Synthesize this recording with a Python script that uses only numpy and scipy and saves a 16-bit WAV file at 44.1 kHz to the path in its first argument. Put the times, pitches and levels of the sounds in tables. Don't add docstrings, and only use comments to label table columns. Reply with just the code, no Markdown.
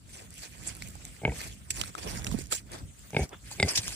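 import sys
import numpy as np
from scipy import signal
from scipy.fft import rfft, irfft
from scipy.io import wavfile
from scipy.ndimage import uniform_filter1d, map_coordinates

SR = 44100
rng = np.random.default_rng(int(sys.argv[2]) if len(sys.argv) > 2 else 0)


def elevation(decibels):
    levels = np.asarray(decibels, float)
    return 10 ** (levels / 20)


def store_wav(level_fs):
    pcm = np.round(np.clip(np.atleast_2d(level_fs), -1, 1) * 32767)
    wavfile.write(sys.argv[1], SR, pcm.T.astype(np.int16))


N = 174195
PATCHY_DB = 3.5

# [f/Hz, level/dB, t60/s]
THROAT = [(128.3, -1.5, 0.065), (200, -2.5, 0.029), (273, -14.5, 0.16), (416, -4.5, 0.058),
          (577, -5, 0.029), (765, 0, 0.014), (861, -8, 0.038)]
# [t/s, nostril level/dB, lag of the left port/samples, cheek level/dB]
FACING = [
    (1.25, -31, -3, -6),
    (3.16, -10.5, -3.5, -14),
    (3.6, -1, -2, -33),
]
# [t/s, left-right level/dB, lag of the left port/samples]
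SIDE_OF_LEAVES = [
    (0, 1.5, 21.5),
    (.68, -4.5, 22.5),
    (1.4, -1, 21.5),
    (2.5, -5, 24),
    (2.75, 0.5, 20),
    (3.5, -1, -4.5),
]


def curve(table, col, t):
    table = np.array(table, float)
    return np.interp(t, table[:, 0], table[:, col])


def unit(x):
    return x / np.sqrt(np.mean(x ** 2))


def colour(x, points):
    p = np.array(points, float)
    hz = np.fft.rfftfreq(x.shape[-1], 1 / SR) + 1
    db = np.interp(np.log(hz), np.log(p[:, 0]), p[:, 1], left=-60, right=-60)
    return unit(irfft(rfft(x) * elevation(db), x.shape[-1]))


def walk(rate):
    k = int(SR / rate)
    steps = np.repeat(rng.standard_normal(N // k + 1), k)
    return unit(uniform_filter1d(uniform_filter1d(steps, k), k)[:N])


def patchy(x, db):
    z = signal.stft(x, nperseg=256)[2]
    field = uniform_filter1d(rng.standard_normal(z.shape[-2:]), size=7, axis=0)
    field = uniform_filter1d(field, size=9, axis=1)
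    return unit(signal.istft(z * elevation(db * unit(field)), nperseg=256)[1][..., :N])


def sides(pan_db):
    return elevation(np.array([pan_db / 2, -pan_db / 2]))


def ports(x, lag):
    x = np.broadcast_to(x, (2, N))
    left = map_coordinates(x[0], [np.arange(N) - lag], mode="mirror")
    return np.array([left, x[1]])


def add(out, at_s, x):
    i = int(at_s * SR)
    n = min(x.shape[-1], N - i)
    out[..., i:i + n] += x[..., :n]


def ring(modes, stretch=0.917, turn=0.):
    t = np.arange(SR // 8) / SR
    out = np.zeros(len(t))
    for k, (hz, db, t60) in enumerate(modes):
        out += (-1) ** k * elevation(db - 60 * t / t60) * np.sin(2 * np.pi * hz * stretch * t + k * turn)
    strike_s = 0.0003
    return (1 - np.exp(-t / strike_s)) * out


def pig(t):
    # [start/s, length/s, chest level/dB, first chest f/Hz, breath level/dB]
    grunts = [
        (1.267, 0.064, -26, 78.3, -37),
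        (3.184, 0.058, -23, 87, -35),
        (3.63, 0.038, -24.5, 105.6, -35.5),
    ]
    return palate_slaps() + chest(t, grunts) + breath(t, grunts)


def palate_slaps():
    # [t/s, level/dB, sharpness of the snout ring/dB, snout stretch/ratio]
    slap_table = [(1.216, -37.5, -13, 1), (1.233, -29.5, -20, 1.01), (1.251, -20.5, 4.5, 1.03),
                  (1.276, -20, -14, 1.09), (1.295, -44, 9, 0.92), (1.319, -33, -4, 1.13),
                  (3.131, -30.5, -6, 1.01), (3.146, -27.5, -1.5, 1.11), (3.1655, -15.5, 0.5, 1.033),
                  (3.191, -20, -26, 0.97), (3.207, -38, -3, 1.16), (3.229, -32, -8, 1.1),
                  (3.5989, -23.5, 7.5, 1.01), (3.627, -17.5, 5, 0.97)]
    # [f/Hz, level/dB, t60/s]
    snout_modes = [(1580, -9, 0.022), (2120, 0, 0.034), (2350, 7, 0.005)]
    # [f/Hz, level/dB, t60/s]
    nostril_modes = [(3615, -7.5, .014), (4800, -15, .014), (5400, -17, 0.011), (7650, -13, 0.017)]
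    # [f/Hz, level/dB, t60/s]
    cheek_modes = [(2780, 4, 0.0088)]
    flutter_s, puff_s = 0.0041, 0.0011
    out, short = np.zeros(N), np.arange(SR // 50) / SR
    for s, db, sharp_db, stretch in slap_table:
        luck = rng.standard_normal(len(short))
        flutter = luck * np.exp(-short / flutter_s)
        flutter /= np.sqrt(np.sum(flutter ** 2))
        push = elevation(2 * min(sharp_db, 0)) * (short == 0) + elevation(-11.5) * flutter
        push /= np.sqrt(np.sum(push ** 2))
        gust = luck[::-1] * short * np.exp(-short / puff_s)
        puff = signal.fftconvolve(ring(nostril_modes, 1.), gust)[:SR // 8]
        snout = ring(snout_modes, stretch)
        snout += elevation(curve(FACING, 1, s)) * puff / np.max(np.abs(puff))
        snout += elevation(curve(FACING, 3, s)) * ring(cheek_modes, stretch)
        snout = signal.fftconvolve(snout, push)[:len(snout)]
        throat = ring(THROAT, stretch, .5 * luck[0])
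        add(out, s, -elevation(db) * (throat + elevation(sharp_db) * snout))
    return out


def chest(t, grunts):
    sag, octave_db, peak_at, roughness = 0.29, -8.5, 0.5, 0.42
    out = np.zeros(N)
    rough = 1 + roughness * walk(60)
    for s, length, db, hz, _ in grunts:
        u = np.clip((t - s) / length, 0, 1)
        phase = 2 * np.pi * hz * length * (u - sag * u ** 2 / 2)
        swell = np.sin(np.pi * u ** (np.log(.5) / np.log(peak_at)))
        boom = sum(elevation(octave_db * k) * np.cos((k + 1) * phase) for k in range(3))
        out -= elevation(db) * swell * rough * boom
    return out


def breath(t, grunts):
    # [f/Hz, level/dB, t60/s]
    sniff_modes = [(1615, -8.5, .03), (2290, 2, 0.047)]
    lead_s, snout_db = 0.053, -11
    tract = ring(THROAT) + elevation(snout_db) * ring(sniff_modes, 0.98)
    air = unit(signal.fftconvolve(rng.standard_normal(N), tract)[:N]) * elevation(4.3 * walk(70))
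    out = np.zeros(N)
    for s, length, _, _, db in grunts:
        u = np.clip((t - s + lead_s) / (length + 1.55 * lead_s), 0, 1)
        out += elevation(db) * np.abs(np.sin(np.pi * u)) * air
    return out


def echo(voice):
    echo_db, t60_s, low_hz = -17.5, 0.24, 160
    lag = np.arange(SR // 4) / SR
    trunks = rng.standard_normal((2, len(lag))) * elevation(-60 * lag / t60_s) * (lag > .004)
    trunks /= np.sqrt(np.sum(trunks ** 2) / 2)
    out = signal.fftconvolve(voice[None], trunks, axes=1)[:, :N]
    return elevation(echo_db) * signal.sosfilt(signal.butter(1, low_hz, "high", fs=SR, output="sos"), out)


def leaves(t):
    grit = leaf_grit()
    floor = treads(t, grit) + snaps() + ticks() + curls(grit)
    return ports(floor, curve(SIDE_OF_LEAVES, 2, t)) * sides(curve(SIDE_OF_LEAVES, 1, t))


def leaf_grit():
    grains_per_s, spread_db, mix_db = 400, 3.5, -3
    size = elevation(spread_db * np.minimum(rng.exponential(size=N), 3))
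    grains = (rng.random(N) < grains_per_s / SR) * size * rng.choice([-1, 1], N)
    noise = .4 * rng.standard_normal(N) + rng.standard_normal((2, N))
    return patchy(noise + elevation(mix_db) * unit(grains), PATCHY_DB)


def treads(t, grit):
    # [peak t/s, level/dB, rise/s, fall/s, dull part/dB]
    crunch_table = [(.18, -47.5, 0.058, 0.056, -4), (0.441, -41.5, 0.051, 0.041, -13),
                    (0.679, -45.5, 0.046, 0.062, -3), (.78, -50.5, 0.29, 0.2, -9.5),
                    (1.049, -56, 0.0073, 0.12, -4), (1.413, -36, 0.04, 0.064, -11),
                    (1.706, -30, 0.0017, 0.0089, -23), (1.809, -36, 0.047, 0.031, -8.5),
                    (1.88, -43, 0.023, 0.015, -3), (1.988, -42.5, 0.0085, 0.009, -1),
                    (2.07, -40, 0.069, 0.17, -5), (2.27, -51, 0.059, 0.018, 5.5),
                    (2.326, -40, 0.016, 0.035, -1.5), (2.41, -46.5, 0.08, 0.049, -21),
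                    (2.524, -31.5, 0.0082, 0.013, -12), (2.554, -35.5, 0.02, 0.022, -18.5),
                    (2.752, -46.5, 0.04, 0.041, 2.5), (3.242, -42, 0.053, 0.016, -6.5),
                    (3.337, -65, 0.021, 0.024, 19.5), (3.527, -44, 0.04, 0.23, -9.5),
                    (3.691, -32.5, 0.015, 0.04, -5.5), (3.778, -26, .012, 0.024, -14.5),
                    (3.757, -28.5, 0.0033, 0.011, -19), (3.888, -36.5, 0.11, 0.078, -15)]
    # [f/Hz, level/dB]
    leaf_colour = [(1470, -12), (2500, -3.5), (2720, -6.5), (3720, -11), (4690, -3.5), (5350, -6.5),
                   (8460, -3.5), (13800, -20), (16000, -12)]
    # [f/Hz, level/dB]
    soil_colour = [(180, -48), (300, 0.5), (404, -0.5), (1020, -4), (1590, -7.5), (2940, -19.5), (3500, -9),
                   (4550, -73), (7700, -120)]
    crisp, dull = np.zeros(N), np.zeros(N)
    for s, db, rise, fall, dull_db in crunch_table:
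        away = np.where(t < s, (s - t) / rise, (t - s) / fall)
        swell = elevation(db) ** 2 * np.exp(-away ** 1.23 * 1.9)
        crisp += swell
        dull += swell * elevation(dull_db) ** 2
    leaf = np.sqrt(crisp) * elevation(2.84 * walk(44.99)) * colour(grit, leaf_colour)
    soil = np.sqrt(dull) * elevation(0.7 * walk(30.08)) * colour(grit, soil_colour)
    return leaf + soil


def snaps():
    # [t/s, peak level/dB, ring f/Hz, left-right beyond the tread/dB]
    snap_table = [(0.822, -25, 2240, 5), (1.0515, -32, 7650, 0), (1.166, -45, 2000, -9),
                  (1.4158, -27, 8650, -4), (1.706, -23.5, 2520, -0.5), (1.8142, -17, 3070, -9.5),
                  (1.8363, -29.5, 1350, 9), (1.951, -26, 1280, 12.5), (1.9815, -31, 2430, 0),
                  (2.2454, -36, 1990, -10), (2.2678, -24, 2720, -9), (2.2738, -25.5, 4000, -2),
                  (2.3152, -34, 1010, -6.5), (2.5242, -20, 1304, 3), (3.106, -46, 2300, -11),
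                  (3.5145, -36, 850, 3), (3.3348, -44, 1340, -4), (3.8804, -21.5, 5270, 3),
                  (3.923, -31, 2400, 0), (.9545, -41, 800, -4), (1.675, -52, 1010, 0)]
    ring_cycles, crack_db, crack_s = 3.17, -5.5, 0.0015
    out, t = np.zeros((2, N)), np.arange(SR // 20) / SR
    cracks = colour(rng.standard_normal((len(snap_table), len(t))),
                    [(800, -5.0), (3000, -3.5), (9000, -3.0), (15000, -26)])
    for (s, db, hz, pan_db), crack in zip(snap_table, cracks):
        twig = np.exp(-t * hz / ring_cycles) * np.sin(2 * np.pi * hz * t)
        twig += elevation(crack_db) * min(hz / 3000, 1) * crack * np.exp(-t / crack_s)
        add(out, s, elevation(db) * twig * sides(pan_db)[:, None])
    return out


def ticks():
    # [t/s, peak level/dB, centre f/Hz]
    tick_table = [(.306, -35.5, 8000), (.341, -36, 8500), (0.381, -33.5, 7900), (.751, -32, 8460),
                  (.768, -33, 10000), (0.822, -38, 9500), (.875, -36, 6600), (.886, -32.5, 8800),
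                  (.905, -36, 8000), (.954, -36, 7250), (1.052, -30, 7000), (1.7066, -25, 6700),
                  (1.74, -34, 8300), (1.767, -28, 6700), (1.799, -33, 4500), (1.813, -21.5, 5800),
                  (1.838, -30, 4000), (2.221, -42, 4020), (2.243, -32, 7500), (2.246, -24.5, 5900),
                  (2.271, -30, 6000), (2.274, -51, 9000), (2.291, -39, 6500), (2.315, -32, 6000),
                  (2.354, -38, 8000), (2.389, -29, 7740), (2.42, -33, 7900), (2.44, -37.5, 7000),
                  (2.459, -38, 6200), (2.47, -37, 7000), (2.504, -38, 10000), (2.517, -38, 7200),
                  (2.5242, -17, 7500), (2.532, -20, 6960), (2.5492, -24.5, 6450), (2.718, -31.5, 8200),
                  (2.993, -39.5, 8060), (3.106, -35, 6900), (3.293, -37, 6000), (3.368, -55, 3020),
                  (3.514, -27.5, 8050), (3.69, -19.5, 7400), (3.757, -32, 8000), (3.776, -14.5, 6000),
                  (3.835, -34, 4000), (3.88, -23.5, 7040), (3.922, -37, 7500)]
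    cycles, tail_db, tail_s = 2.2, -10.5, .002
    out, t = np.zeros(N), np.arange(SR // 50) / SR
    for s, db, hz in tick_table:
        noise = rng.standard_normal(len(t) + 2)
        wisp = .5 * (noise[2:] - noise[:-2])
        click = 2 * np.exp(-t * hz / cycles) * np.sin(2 * np.pi * hz * t)
        add(out, s, elevation(db) * (click + elevation(tail_db) * wisp * np.exp(-t / tail_s)))
    return out


def curls(grit):
    # [peak t/s, level/dB, rise/s, fall/s, centre f/Hz]
    curl_table = [
        (0.676, -33.5, .004, 0.011, 8200),
        (2.527, -28, 0.0034, 0.019, 8060),
        (2.53, -35, .004, 0.01, 4000),
        (3.69, -23, 0.0046, 0.0088, 5320),
        (3.759, -25.5, 0.0016, .008, 5560),
        (3.778, -19, 0.0025, 0.0048, 5400),
        (3.779, -21, 0.0034, 0.0055, 3900),
        (3.79, -29, 0.0043, 0.0047, 5940),
    ]
    width = 0.19
    out, t = np.zeros((2, N)), np.arange(SR // 10) / SR - .03
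    for s, db, rise, fall, hz in curl_table:
        i = int((s + t[0]) * SR)
        hollow = signal.butter(1, [hz * (1 - width), hz * (1 + width)], "band", fs=SR, output="sos")
        burst = unit(signal.sosfilt(np.vstack([hollow, hollow]), grit[:, i:i + len(t)]))
        swell = np.exp(-np.where(t < 0, -t / rise, t / fall))
        add(out, s + t[0], elevation(db) * swell * burst)
    return out


def knocks(t):
    # [t/s, level/dB, f/Hz, left-right level/dB]
    knock_table = [
        (2.323, -29.5, 168, -24),
        (2.342, -27.5, 230, -22),
        (2.3465, -24, 242, -20),
        (2.351, -30, 198, -15),
        (2.388, -30.5, 345, -14),
        (2.41, -37, 427, -8),
        (3.789, -25, 102, -1),
    ]
    out, t = np.zeros((2, N)), t[:SR // 20]
    for s, db, hz, pan_db in knock_table:
        thud = np.exp(-t * hz / 1.04) * np.sin(2 * np.pi * hz * t)
        add(out, s, elevation(db) * thud * sides(pan_db)[:, None])
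    return out


def port_rumble(t):
    # [t/s, level/dB]
    gust_table = [(0, -53), (.45, -52), (.57, -47), (1.0, -45), (1.2, -51.5), (1.45, -43.5), (1.65, -52),
                  (1.8, -39), (1.95, -51.5), (2.08, -38.5), (2.2, -35.5), (2.4, -36.5), (2.52, -52),
                  (2.78, -44.5), (2.95, -52), (3.4, -53.5), (3.58, -47.5), (3.95, -47.5)]
    # [f/Hz, level/dB]
    rumble_colour = [(12, -43), (20, -29), (53, 9.5), (168, 0), (210, -3), (282, -8), (441, -21.5),
                     (700, -22.5), (910, -67), (1540, -120)]
    air = rng.standard_normal((2, N)) + 1.32 * rng.standard_normal(N)
    level = elevation(curve(gust_table, 1, t) + 2.2 * walk(26))
    return level * sides(1.2 * curve(SIDE_OF_LEAVES, 1, t)) * colour(air, rumble_colour)


def foliage():
    # [f/Hz, level/dB]
    foliage_colour = [(180, -53), (300, -3), (1040, -8), (1280, -3), (2070, -4), (5800, -7), (7950, 0.5),
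                      (13100, -17.5), (16000, -2)]
    level_db = -57.5 + 1.5 + 2.15 * walk(12) + 0.67 * walk(4.2)
    return elevation(level_db) * colour(patchy(rng.standard_normal((2, N)), PATCHY_DB), foliage_colour)


def scene():
    t = np.arange(N) / SR
    voice = pig(t)
    front = ports(voice, curve(FACING, 2, t)) + echo(voice)
    return front + leaves(t) + knocks(t) + port_rumble(t) + foliage()


def roll_off(x):
    return signal.sosfilt(signal.butter(12, 16490, fs=SR, output="sos"), x)


def record(dry):
    low_hz, top_hz = 45, 15000
    mix = signal.sosfilt(signal.butter(2, low_hz, "high", fs=SR, output="sos"), dry)
    mix = signal.sosfilt(signal.ellip(6, .5, 40, top_hz, fs=SR, output="sos"), mix)
    return roll_off(mix)


dry = scene()
out = record(dry)
store_wav(out)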